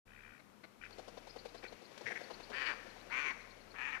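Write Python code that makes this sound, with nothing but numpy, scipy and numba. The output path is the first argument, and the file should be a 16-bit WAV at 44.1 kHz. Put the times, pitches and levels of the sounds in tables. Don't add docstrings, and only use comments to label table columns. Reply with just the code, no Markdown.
import sys
import numpy as np
from scipy import signal
from scipy.fft import rfft, irfft
from scipy.io import wavfile
from scipy.ndimage import uniform_filter1d
from numba import njit

SR = 44100
rng = np.random.default_rng(int(sys.argv[2]) if len(sys.argv) > 2 else 0)


def bounce(signal):
    frames = np.transpose(np.atleast_2d(signal))
    limited = np.clip(frames, -1, 1)
    pcm = np.round(limited * 32767).astype(np.int16)
    wavfile.write(sys.argv[1], SR, pcm)


N = 4 * SR


def undb(db):
    return 10 ** (np.asarray(db) / 20)


def unit(x):
    return x / np.sqrt(np.mean(x ** 2) + 1e-18)


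def add(out, start, x):
    i = max(int(start * SR), 0)
    out[i:i + len(x)] += x[:len(out) - i]


def noise(colour, size):
    hz, db = np.array(colour, float).T
    bins = np.maximum(np.fft.rfftfreq(size, 1 / SR), 1)
    eq = undb(np.interp(np.log(bins), np.log(hz), db))
    return unit(irfft(rfft(rng.standard_normal(size)) * eq, size))


@njit
def svf(x, hz, width):
    y, band_state, low_state = np.empty(len(x)), 0., 0.
    for i in range(len(x)):
        g, damping = np.tan(np.pi * hz[i] / SR), width / hz[i]
        v = (band_state + g * (x[i] - low_state)) / (1 + g * (g + damping))
        band_state, low_state = 2 * v - band_state, low_state + 2 * g * v
        y[i] = damping * v
    return y


def band(x, hz, width):
    hz = hz * np.ones(len(x))
    return svf(svf(x + 1e-18, hz, float(width)), hz, float(width))


def swell(t, rise, fall):
    return np.exp(-.5 * (t / np.where(t < 0, rise, fall)) ** 2)


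def hiss():
    # (frequency [Hz], level [dB])
    colour = [(20, -3), (70, 15.5), (125, 18.5), (250, 8.5), (1000, 0), (6000, -3.5), (12900, -4.5),
              (13400, -8.5), (16000, -13)]
    return undb(-71.5) * np.array([noise(colour, N), noise(colour, N)])


def hum():
    # (on [s], off [s])
    spans = [(.06, .33), (.79, 1.76), (2.335, 4.1)]
    # (frequency [Hz], level [dB])
    tones = [(30, -69), (90, -73)]
    t = np.arange(N) / SR
    gate = uniform_filter1d(sum(1. * ((t > on) & (t < off)) for on, off in spans), size=600)
    return gate * sum(undb(db) * np.sqrt(2) * np.sin(2 * np.pi * (hz * t + rng.random()))
                      for hz, db in tones)


def woods():
    # (frequency [Hz], level [dB])
    colour = [(40, -8.5), (130, -1), (220, 12), (290, 1.5), (600, -4.5), (1300, -1), (3000, -37),
              (16000, -70)]
    return undb(-67) * noise(colour, N)


def trunks(x):
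    # (frequency [Hz], level [dB])
    colour = [(100, -5), (500, 1.5), (1800, 3), (3000, -0.5), (6000, 7), (15000, -2)]
    t = np.arange(N // 2) / SR

    def tail(t60):
        return unit(noise(colour, len(t)) * undb(-60 * t / t60)) / np.sqrt(len(t))
    return signal.fftconvolve(x, undb(-10.5) * tail(t60=.895) + undb(-18) * tail(t60=.04))[:N]


def take_offs():
    # (time [s], level [dB], decay [s])
    scuffs = [(.908, -48, 0.00212), (1.977, -44.5, 0.00524), (2.071, -55, 0.0217)]
    # (frequency [Hz], level [dB])
    colour = [(200, -23.5), (600, 10.5), (2000, 8), (4500, 9), (16000, -30.5)]
    t = np.arange(N) / SR
    leap_s, attack_s = 2.06, .00093
    thump = unit(band(rng.standard_normal(N), hz=137.8, width=58.6))
    out = undb(-57) * swell(t - leap_s, rise=.017, fall=.017) * thump
    t = t[:N // 20]
    attack = np.minimum(t / attack_s, 1)
    for start, db, decay in scuffs:
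        add(out, start, undb(db) * attack * np.exp(-t / decay) * noise(colour, len(t)))
    return out


def air_rush():
    # (time [s], level [dB])
    fader = [(0, -72.5), (.8, -70), (.92, -61.5), (1.85, -62), (2.1, -55), (2.4, -58.5), (2.9, -58.5),
             (3.601, -62.5), (4, -61.5)]
    # (frequency [Hz], level [dB])
    colour = [(100, -8.5), (220, 5.5), (500, 9), (1000, 0.5), (2300, 0.5), (3500, -5.5), (6000, -9.5),
              (8000, -20.5), (12000, -21), (16000, -66)]
    return undb(np.interp(np.arange(N) / SR, *np.array(fader).T)) * noise(colour, N)


def wings():
    # (time [s], relative level [dB])
    beats = [(0.982, -49), (0.992, -50.5), (1.079, -48.5), (1.173, -49), (1.27, -50.5), (1.361, -48.5),
             (1.453, -46), (1.547, -48.5), (1.634, -49), (1.722, -51.5), (1.819, -55), (1.913, -56),
             (2.008, -49.5), (2.109, -49), (2.207, -49), (2.305, -46.5), (2.401, -50.5), (2.499, -47.5)]
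    # (frequency [Hz], level [dB])
    feathers = [(200, -13.5), (700, 9.5), (1200, 13.5), (2800, 15.5), (4400, 17), (6200, 10), (8000, 1.5),
                (12000, -6), (16000, -52.5)]
    # (time [s], low tone [dB], high tone [dB])
    whistles = [(0.931, -60, -79), (1.303, -63, -56), (1.394, -59.5, -60), (1.49, -64, -66),
                (1.582, -63, -65), (1.686, -58, -69.5), (1.855, -65, -65.5), (2.24, -57.5, -72),
                (2.342, -56.5, -75), (2.441, -60, -61.5), (2.54, -77, -61.5)]
    # (centre [Hz], width [Hz], downward sweep [1/s], fall [s])
    hen_whoosh, drake_whoosh = (485.6, 437, 10.3, .0069), (555.5, 463, 39.7, .00951)
    drake_flies_s, peak_delay_s, rise_s, upstroke_s = 1.95, .0045, .0043, .045
    far_from_s, period_s, fade_db_per_s = 2.863, .101, 10
    far_times = np.arange(far_from_s, N / SR - period_s, period_s)
    far_beats = [(s, -55.5 - fade_db_per_s * (s - far_from_s)) for s in far_times]
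    out = np.zeros(N)
    t = np.arange(-.04, .06, 1 / SR)
    for time, db in beats + far_beats:
        hz, width, sweep, fall = drake_whoosh if time > drake_flies_s else hen_whoosh
        air = unit(band(rng.standard_normal(len(t)), hz * np.exp(-sweep * t), width))
        whoosh = undb(db + 1) * air * swell(t, rise_s, fall)
        rustle = undb(db - 10.5) * noise(feathers, len(t)) * swell(t, rise_s, fall=.0094)
        add(out, time + peak_delay_s + t[0], whoosh + rustle)
    whistle_hz, glide_per_s = (4240, 4850), 2.3
    far_whistles = [(s + upstroke_s, rng.normal(-65.5, 2.5)) for s in far_times]
    for time, *tones_db in whistles + far_whistles:
        for hz, db in zip(whistle_hz, tones_db):
            air, detune = rng.standard_normal(len(t)), rng.normal(0, .025)
            tone = unit(band(air, hz * np.exp(glide_per_s * t + detune), width=453))
            add(out, time + t[0], undb(db) * tone * swell(t, rise=.00723, fall=.00723))
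    return signal.sosfilt(signal.butter(2, 195.7, "high", fs=SR, output="sos"), out)


def drake_rasps():
    # (start [s], length [s], puff rate [Hz], relative level [dB])
    rasps = [(.075, .315, 69.5, -48.5), (.811, .062, 80, -40), (1.626, .046, 82, -40)]
    # (frequency [Hz], half-width [Hz], level [dB])
    throat = [(1483.5, 162, 2), (1877.7, 242, 5), (2419.6, 127, 5), (2958, 510, -5.5), (4900, 1800, -14.5)]
    edge_db, arch_db, lag_s_per_khz = -27, 6, .002
    out = np.zeros(N)
    for start, length, rate, db in rasps:
        t = np.arange(int(length * SR)) / SR
        from_puff_s = ((t * rate + .5) % 1 - .5) / rate
        puffs = swell(from_puff_s, rise=.00181, fall=.00362) * rng.standard_normal(len(t))
        arch = undb(db + edge_db + arch_db * np.sin(np.pi * t / length))
        for hz, half_width, formant_db in throat:
            lag = lag_s_per_khz * (hz - throat[0][0]) / 1000
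            add(out, start + lag, undb(formant_db) * arch * unit(band(puffs, hz, 2 * half_width)))
    return out


def syrinx(pitch, jitter, throat, formant_scale, tilt_db_per_octave=0):
    limp, shimmer_db, air_db, air_cycles = .2, 1.9, -14, .25
    waver_depth, waver_per_s, pivot_hz = .024, 40, 2038
    size = len(pitch)
    pulses, breath, voice = np.zeros((3, size))
    chance = rng.standard_normal((200, 2))
    jitter = jitter * np.ones(size)
    at, k = 0., 0
    while at < size - 1:
        i, alternate = int(at), (-1) ** k
        period = SR / pitch[i]
        pulses[i] = (1 + limp * alternate) * undb(shimmer_db * chance[k, 1])
        breath[i:] = pulses[i] * np.exp(-np.arange(size - i) / (period * air_cycles))
        at += period * max(1 + jitter[i] * (chance[k, 0] + .5 * alternate), .5)
        k += 1
    source = unit(pulses) + undb(air_db) * unit(breath * rng.standard_normal(size))
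    for hz, half_width, db in throat:
        drift = np.interp(np.arange(size) / SR * waver_per_s, np.arange(20), rng.standard_normal(20))
        centre = hz * formant_scale * (1 + waver_depth * drift)
        tilt_db = tilt_db_per_octave * np.clip(np.log2(hz / pivot_hz), -.5, .5)
        voice += undb(db + tilt_db) * band(source, centre, 2 * half_width)
    return unit(voice)


def hen_short_calls():
    # (start [s], length [s], level [dB])
    grunts = [(.392, 0.015, -59), (.634, 0.0204, -53.5)]
    barks = [(2.058, 0.0341, -41), (2.102, 0.0278, -43), (2.154, 0.0227, -43)]
    # (nominal frequency [Hz], half-width [Hz], level [dB])
    grunt_throat = [(522, 355, 1.5), (1244, 400, -1), (2077, 116, 3.5), (4220, 260, -8)]
    bark_throat = [(445, 179, -12), (1880, 196, 2.5), (2144.5, 124, -0.5), (5400, 580, -24.5)]
    grunt_hz, bark_hz, edge_s = 313.5, 233.56, .00199
    out = np.zeros(N)
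    for calls, hz, throat in ((grunts, grunt_hz, grunt_throat), (barks, bark_hz, bark_throat)):
        for start, length, db in calls:
            t = np.arange(int((length + edge_s) * SR)) / SR
            envelope = (1 - np.exp(-t / edge_s)) * np.clip((t[-1] - t) / edge_s, 0, 1)
            voice = syrinx(np.full(len(t), hz), jitter=.065, throat=throat, formant_scale=.9822)
            add(out, start, undb(db) * envelope * voice)
    return out


def hen_quacks():
    # (time [s], level [dB], brightness [relative dB], pitch [Hz])
    quacks = [
        [(2.518, -52.5, 8.5, 130.9), (2.54, -43.5, -9.5, 202.6), (2.562, -42, 8.5, 267.6),
         (2.61, -39.5, 5.5, 279.4), (2.648, -40.5, 5.5, 238.5), (2.668, -36.5, 20, 292.3),
         (2.688, -41.5, -1, 334), (2.712, -39, 0, 262.7), (2.74, -52.5, 0, 225.7)],
        [(3.1, -53, -7, 198.9), (3.128, -41, -3.5, 264.8), (3.178, -39.5, -3, 262.8), (3.208, -39.5, 2, 298.3),
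         (3.255, -41, 0, 289.8), (3.286, -37, 5.5, 257.1), (3.312, -41, -4.5, 284), (3.328, -53.5, -4.5, 222.6)],
        [(3.742, -51, 1.5, 129.5), (3.787, -45, -6, 267.1), (3.835, -43, 3, 262.3), (3.856, -43, 3, 286.4),
         (3.895, -42.5, 0.5, 304.7), (3.922, -48, 3.5, 277), (3.95, -40, 3, 258.7), (3.982, -49, 9, 216.7)],
    ]
    # (frequency [Hz], half-width [Hz], level [dB])
    throats = [
        [(427.3, 133, -4.5), (1330, 411, -1.5), (1510, 141, -1.5), (1741.6, 154, 7), (2309, 175, 3),
         (2918, 89, -2), (4550, 276, -11)],
        [(365.6, 73, 1.5), (1169, 189.4, 9.5), (1494, 38.2, 14.5), (2005, 323, 12), (2266, 160, 12),
         (3900, 300, -17.5), (6114, 255, -9)],
        [(343, 320, -13.5), (995, 215, -1), (1191, 110.6, 1), (1812, 96, 10.5), (2366, 209, 6), (2851, 40, -1),
         (4180, 850, -30.5), (5990, 440, -22)],
    ]
    bill_drop, open_s, shut_s = .4214, .00933, .01096
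    clear_jitter, rough_jitter, clear_range_db = .015, .065, 4
    out = np.zeros(N)
    for curve, throat in zip(quacks, throats):
        times, *columns = np.array(curve, float).T
        t = np.arange(times[0], times[-1], 1 / SR)
        db, brightness, pitch = (np.interp(t, times, column) for column in columns)
        closure = np.exp((times[0] - t) / open_s) + np.exp((t - times[-1]) / shut_s)
        jitter = np.interp(db.max() - db, [0, clear_range_db], [clear_jitter, rough_jitter])
        tilt = .727 * (brightness - brightness.mean())
        add(out, times[0], undb(db) * syrinx(pitch, jitter, throat, 1 - bill_drop * closure, tilt))
    return out


def scene():
    left_db, right_db = 5, -48
    ducks = hen_short_calls() + hen_quacks() + drake_rasps() + wings() + air_rush() + take_offs()
    return undb([[left_db], [right_db]]) * (ducks + trunks(ducks) + woods())


def record(dry):
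    silence_s, fade_s, top_hz = .05164, .0156, 15400
    fade_in = np.clip((np.arange(N) / SR - silence_s) / fade_s, 0, 1)
    high_cut = signal.ellip(8, .2, 70, top_hz, fs=SR, output="sos")
    return signal.sosfilt(high_cut, (dry + hum() + hiss()) * fade_in)


dry = scene()
out = record(dry)
bounce(out)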